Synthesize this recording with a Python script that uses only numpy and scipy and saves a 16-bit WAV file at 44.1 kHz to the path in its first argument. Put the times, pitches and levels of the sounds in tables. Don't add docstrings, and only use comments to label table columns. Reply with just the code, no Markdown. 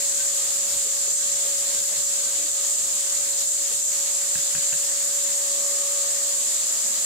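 import sys
import numpy as np
from scipy import signal
from scipy.fft import rfft, irfft
from scipy.io import wavfile
from scipy.ndimage import uniform_filter1d

SR = 44100
rng = np.random.default_rng(int(sys.argv[2]) if len(sys.argv) > 2 else 0)


def generate_wav(sig):
    pcm = np.round(np.clip(np.atleast_2d(sig).T, -1, 1) * 32767).astype(np.int16)
    wavfile.write(sys.argv[1], SR, pcm)


N = 310905
TIME = np.arange(N) / SR
FREQ = np.maximum(np.arange(N // 2 + 1) * SR / N, 1)
TOP_HZ = 15550
# frequency in Hz, left-right correlation.
STEREO_LIKENESS = [(100, 1), (300, 0.77), (600, 0.87), (1200, -0.56), (2000, 0.32), (3000, -0.032)]


def undb(db):
    return 10 ** (np.asarray(db) / 20)


def unit(x):
    return x / np.sqrt(np.mean(x ** 2))


def curves(table):
    times, *columns = np.transpose(table)
    return [np.interp(TIME, times, column) for column in columns]


def over_hz(points):
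    hz, value = np.transpose(points)
    return np.interp(np.log(FREQ), np.log(hz), value)


def pan(db):
    return undb(np.array([[.5], [-.5]]) * db)


def swell(centre_s, length_s):
    return np.exp(-(2 * (TIME - centre_s) / length_s) ** 2)


def walk(rate):
    hold = max(int(SR / rate), 2)
    steps = np.repeat(rng.standard_normal(N // hold + 2), hold)
    return unit(uniform_filter1d(steps, hold)[:N])


def resonance(hz, width_hz):
    return 1 / (1 + 1j * (FREQ ** 2 - hz ** 2) / (FREQ * width_hz))


def turbulence(gain, likeness):
    mid, side = rfft(rng.standard_normal((2, N)))
    likeness = np.clip(likeness, -.99, .99)
    mid, side = mid * np.sqrt(1 + likeness), side * np.sqrt(1 - likeness)
    return unit(irfft(gain * np.array([mid + side, mid - side]), N))


def band_flutter(x, depth_db, rate=32, bands=16):
    spectrum, out = rfft(x), 0
    centres = np.linspace(0, TOP_HZ, bands)
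    for weights in np.eye(bands):
        band = irfft(spectrum * np.interp(FREQ, centres, weights), N)
        out = out + band * undb(depth_db * walk(rate))
    return unit(out)


def narrow_swells(rows, width, likeness):
    out = 0
    for centre_s, length_s, hz, db in rows:
        shape = swell(centre_s, length_s)
        burst = turbulence(resonance(hz, width * hz) ** 2, likeness) * shape
        out = out + unit(burst) * np.sqrt(np.mean(shape ** 2)) * undb(db)
    return out


def room(level_db=-70.5):
    # frequency in Hz, relative level in dB.
    colour = [(20, -9), (45, -7), (80, 1.5), (130, -1), (250, -3), (600, -30)]
    return turbulence(undb(over_hz(colour)), over_hz(STEREO_LIKENESS)) * undb(level_db)


def boom(centre_s=6.9, length_s=0.19, hz=228, db=-55):
    return narrow_swells([(centre_s, length_s, hz, db)], width=0.19, likeness=0.9)


def cavities(flow_db, follow=0.82, waver_db=1.7, broadening=1.25):
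    # pitch in Hz, width in Hz before broadening, base level in dB,
    # left-right correlation, pan in dB, share of the body's swell.
    air_modes = [(175, 32, -70, 0.92, -2, -0.8), (215.7, 44, -64.5, 0.91, 1, 0.16),
                 (317, 38, -67, 0.89, -2.5, 0.58), (402, 120, -67.5, 0.67, 6, 1.1),
                 (490, 73, -67, 0.59, 0, 1), (571, 90, -63.5, 0.94, 10, 0.45),
                 (652, 62, -59.5, 0.53, 1.5, 1.1), (932, 170, -61.5, 0.59, 2, 0.24),
                 (1124, 71, -61, 0.34, 5, 0.63), (1230, 67, -56.5, -0.33, -5, 0.86),
                 (1333, 72, -59.5, -0.61, -5, 0.68), (1548, 28, -62.5, 0.32, -6.5, -0.11),
                 (1835, 115, -54.5, -0.6, -4, 0.69)]
    # time in seconds, lift in dB.
    body_swell = [(0, -0.5), (2, 2), (3.8, 0), (4.8, 0), (5.3, 2), (5.7, 6), (6.4, 2), (7.05, 3.3)]
    body_db, = curves(body_swell)
    out = 0
    for hz, width_hz, db, likeness, pan_db, share in air_modes:
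        ring = turbulence(resonance(hz, broadening * width_hz) ** 2, likeness) * pan(pan_db)
        out = out + ring * undb(db + share * body_db + waver_db * walk(6))
    return out * undb(follow * flow_db)


def motor(flow_db, follow=1.03, flutter_db=0.47, wobble_hz=0.65, waver_db=2, housing_waver_db=2.5):
    # time in seconds, shaft rate in Hz.
    shaft_speed = [(0, 559), (1.6, 559.6), (3.0, 561.6), (7.05, 562.6)]
    # time in seconds, level in dB, pan in dB.
    whine_fader = [(0, -46.5, 6.5), (.5, -48, 9), (1.25, -47.5, 8), (1.5, -45.5, 7.5), (2.9, -49, 8),
                   (4.6, -48, 7), (5.42, -43.5, 3.5), (5.6, -40.5, -1), (5.9, -41, -1), (6.27, -43.5, -1),
                   (6.42, -48, -2), (6.7, -51.5, -9), (7.05, -50.5, -10.5)]
    # multiple, level in dB against the fundamental, pan in dB.
    overtones = [(2, -19, -10), (3, -24, -12)]
    # pitch in Hz, level in dB.
    housing_tones = [(1546, -68.5)]
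    shaft_hz, = curves(shaft_speed)
    whine_db, pan_db = curves(whine_fader)
    whine_db = whine_db + follow * flow_db
    phase = 2 * np.pi * np.cumsum(shaft_hz + wobble_hz * walk(25.4)) / SR
    lag_rad = np.array([[0], [0.34]])
    out = unit(np.sin(phase + lag_rad)) * undb(whine_db + flutter_db * walk(30)) * pan(pan_db)
    for multiple, db, side_db in overtones:
        overtone = unit(np.sin(multiple * phase + 4 * lag_rad))
        out += overtone * undb(whine_db + db + waver_db * walk(4.1)) * pan(side_db)
    for hz, db in housing_tones:
        ring = unit(np.sin(2 * np.pi * np.cumsum(hz + 5 * walk(25)) / SR))
        out += ring * undb(db + housing_waver_db * walk(3.37))
    return out


def spoon_motion(lift_s=3.85, release_s=0.13, rolling_db=-68.5, tumble_db=2.5, rest_db=-86):
    # centre and length in seconds, strength in dB,
    # opening in dB as holes are bared.
    shoves = [(0.447, .2, -63, 0), (.73, 0.091, -65, 2), (1.082, 0.042, -61, -2), (1.303, .16, -62.5, -0.5),
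              (1.477, 0.073, -59, 1), (1.776, 0.22, -58.5, 1), (1.99, .08, -64, 0.5),
              (2.422, 0.24, -64, -0.5), (3.422, 0.048, -68.5, 4), (3.75, 0.095, -57.5, 0.7)]
    # centre and length in seconds, depth in dB.
    chokes = [(.87, 0.19, 1), (1.164, 0.071, 6), (1.865, 0.11, 3), (2.063, 0.092, 3.5), (2.53, 0.072, 4),
              (2.78, 0.18, 3), (3.5, 0.18, 4), (3.833, 0.13, 5.5)]
    in_beans = np.clip(1 - (TIME - lift_s) / release_s, 0, 1)
    rolling = in_beans * undb(rolling_db + tumble_db * walk(15))
    shoving = sum(undb(db) * swell(s, length) for s, length, db, _ in shoves)
    stir_db = 10 * np.log10(rolling ** 2 + shoving ** 2 + undb(rest_db) ** 2)
    open_db = sum(rise * swell(s, length) for s, length, _, rise in shoves)
    choke_db = sum(depth * swell(s, length) for s, length, depth in chokes)
    return stir_db, open_db, choke_db


def stirring(stir_db, rumble_lift_db=2.0, ticks_db=-47, peak_ticks_per_s=500, scatter_db=1.0):
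    # frequency in Hz, relative level in dB.
    colour = [(20, -32), (45, -3), (90, 1.5), (170, -4.5), (250, -8), (450, -5.5), (900, -19), (2000, -40)]
    rumble = turbulence(undb(over_hz(colour)), over_hz(STEREO_LIKENESS))
    speed = undb(stir_db - stir_db.max())
    hits = rng.random(N) < peak_ticks_per_s * speed / SR
    sizes = undb(scatter_db * rng.uniform(-1, 1, (2, N))) * rng.choice([-1, 1], (2, N))
    ticks = irfft(rfft(hits * sizes) * resonance(hz=4200, width_hz=3000) ** 2, N)
    return rumble * undb(stir_db + rumble_lift_db) * pan(1.6) + unit(ticks) * undb(ticks_db)


def wall_rings(mode_hz=1553):
    # centre and length in seconds, level in dB.
    rubs = [(.215, .08, -46), (1.225, .06, -50), (1.78, 0.055, -53), (2.277, .13, -50.5),
            (3.09, 0.14, -52.5)]
    return narrow_swells([(s, length, mode_hz, db) for s, length, db in rubs], width=0.022, likeness=0.3)


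def scrapes(slips_per_s=380, upper_ratio=2.23, upper_db=-12):
    # centre and length in seconds, pitch in Hz, level in dB,
    # resonance width as a share of the pitch.
    catches = [(.745, 0.091, 94, -53, .25), (0.876, 0.055, 477, -46, .12), (1.078, 0.014, 470, -41.5, .25),
               (1.12, 0.027, 89, -57, .3), (1.467, 0.061, 537, -46.5, .22), (1.918, 0.027, 617, -45, .18),
               (1.994, 0.074, 113, -54, .2), (2.39, 0.033, 510, -48.5, .2), (2.414, 0.075, 310, -49, .07),
               (3.722, 0.035, 500, -44.5, .14)]
    out = 0
    for centre_s, length_s, hz, db, width in catches:
        shape = swell(centre_s, length_s)
        jerks = rng.standard_normal(N) * (rng.random(N) < slips_per_s / SR)
        body = resonance(hz, width * hz) + undb(upper_db) * resonance(upper_ratio * hz, width * hz)
        scrape = irfft(rfft(jerks * shape) * body, N)
        out = out + unit(scrape) * np.sqrt(np.mean(shape ** 2)) * undb(db)
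    return out


def knocks(first_tilt_db=-6, second_tilt_db=-12, rattle_db=-49, rattle_decay_s=0.055, low_cut_hz=78):
    # start in seconds, level in dB, delay in seconds and relative level in dB
    # of the first rebound, the same for the second, treble tilt in dB at 3 kHz.
    strikes = [(4.355, -33.5, 0.012, -12, 0.032, -4, 0), (4.551, -35.5, 0.012, 0, 0.0305, 0, 0),
               (4.7266, -38, 0.011, -2, 0.0245, -4, 7)]
    # pitch in Hz, relative level in dB, seconds to fall 60 dB.
    modes = [(98, -15, 0.075), (160, -2.2, 0.06), (230, -10, 0.035), (1580, -1, 0.034), (1670, 0.5, 0.034),
             (1820, -2.5, 0.036), (2480, -2.5, 0.031), (2660, -0.5, 0.04), (3000, -2, 0.026)]
    t = TIME[:SR // 4]
    out = np.zeros((2, N))
    rattle = turbulence(resonance(hz=1720, width_hz=550) ** 2, likeness=0.16)
    for start_s, db, first_s, first_db, second_s, second_db, bright_db in strikes:
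        contacts = (0, 0, 0), (first_s, first_db, first_tilt_db), (second_s, second_db, second_tilt_db)
        for delay_s, drop_db, dull_db in contacts:
            i = int((start_s + delay_s) * SR)
            for hz, mode_db, t60 in modes:
                detuned_hz = hz * (1 + 0.014 * rng.standard_normal())
                lag_rad = rng.standard_normal((2, 1)) * hz / 2500
                ring = np.sin(2 * np.pi * detuned_hz * t + lag_rad) * np.exp(-np.log(1000) * t / t60)
                tilt_db = (bright_db + dull_db) * hz / 3000
                out[:, i:i + len(t)] += undb(db + drop_db + tilt_db + mode_db) * ring
        tail = (TIME > start_s) * np.exp(-np.abs(TIME - start_s) / rattle_decay_s)
        out += undb(rattle_db) * rattle * tail
    return signal.sosfilt(signal.butter(3, low_cut_hz, "highpass", fs=SR, output="sos"), out)


def rush(bright_db, deep_db, motion, level_db=-30.0, deep_follow=1.06, split_hz=5500):
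    # frequency in Hz, relative level in dB.
    colour = [(200, -31.5), (450, -12.5), (800, -11.5), (1600, -9.5), (2500, -7.5), (3400, -3), (4600, 1),
              (5800, -0.5), (8800, 1), (9700, -0.5), (10500, -2), (12500, -5.5), (15500, -12.5)]
    air = turbulence(undb(over_hz(colour)), over_hz(STEREO_LIKENESS))
    air = band_flutter(air, depth_db=1.0 + 0.4 * motion)
    deep = irfft(rfft(air) / (1 + (FREQ / split_hz) ** 4), N)
    bright = air - deep
    return undb(level_db) * pan(0.9) * (deep * undb(deep_follow * deep_db) + bright * undb(bright_db))


def whistles():
    # centre and length in seconds, pitch in Hz, level in dB.
    notes = [(1.15, 0.055, 8100, -31), (1.18, 0.082, 6100, -35), (2.47, .03, 4620, -40),
             (3.589, .015, 4570, -37), (4.41, .06, 10300, -50), (5.01, .03, 6400, -43)]
    return narrow_swells(notes, width=0.013, likeness=0.31)


def hole_hiss(motion, level_db=-24.5, tone_db=-6, tone_hz=(7130, 7300), jitter_hz=330, drift_hz=85):
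    # frequency in Hz, relative level in dB.
    colour = [(4000, -50), (5500, -18), (6100, -14), (6600, -5), (6900, -1), (7200, 0.5), (7550, 0),
              (7950, -2.5), (8400, -6), (9000, -16.5), (10500, -33)]
    # frequency in Hz, pan in dB.
    spread = [(5000, 4), (6100, 13.5), (6700, 3.5), (7150, 1), (7550, -4), (8200, -3.5), (8800, 7.5)]
    blur = turbulence(undb(over_hz(colour)) * pan(over_hz(spread)), likeness=0)
    blur = band_flutter(blur, depth_db=0.7)
    hz = np.array([centre + jitter_hz * walk(1200) + drift_hz * walk(25) for centre in tone_hz])
    tones = unit(np.sin(2 * np.pi * np.cumsum(hz, axis=1) / SR))
    waver_db = 0.23 * walk(21.95)
    grain_db = 0.9 * motion * walk(260)
    return (blur + undb(tone_db) * tones) * undb(level_db + waver_db + grain_db)


def scene(deep_opening=0.89, bright_choking=0.3):
    stir_db, open_db, choke_db = spoon_motion()
    motion = np.sqrt(undb(stir_db - stir_db.max()))
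    bright_db = open_db - bright_choking * choke_db
    deep_db = deep_opening * open_db - choke_db
    air = hole_hiss(motion) + whistles() + rush(bright_db, deep_db, motion) + cavities(deep_db)
    whine = motor(deep_db)
    spoon = stirring(stir_db) + scrapes() + wall_rings() + knocks()
    return air + whine + spoon + boom() + room()


def record(dry):
    return signal.sosfilt(signal.ellip(10, .1, 80, TOP_HZ, fs=SR, output="sos"), dry)


dry = scene()
out = record(dry)
generate_wav(out)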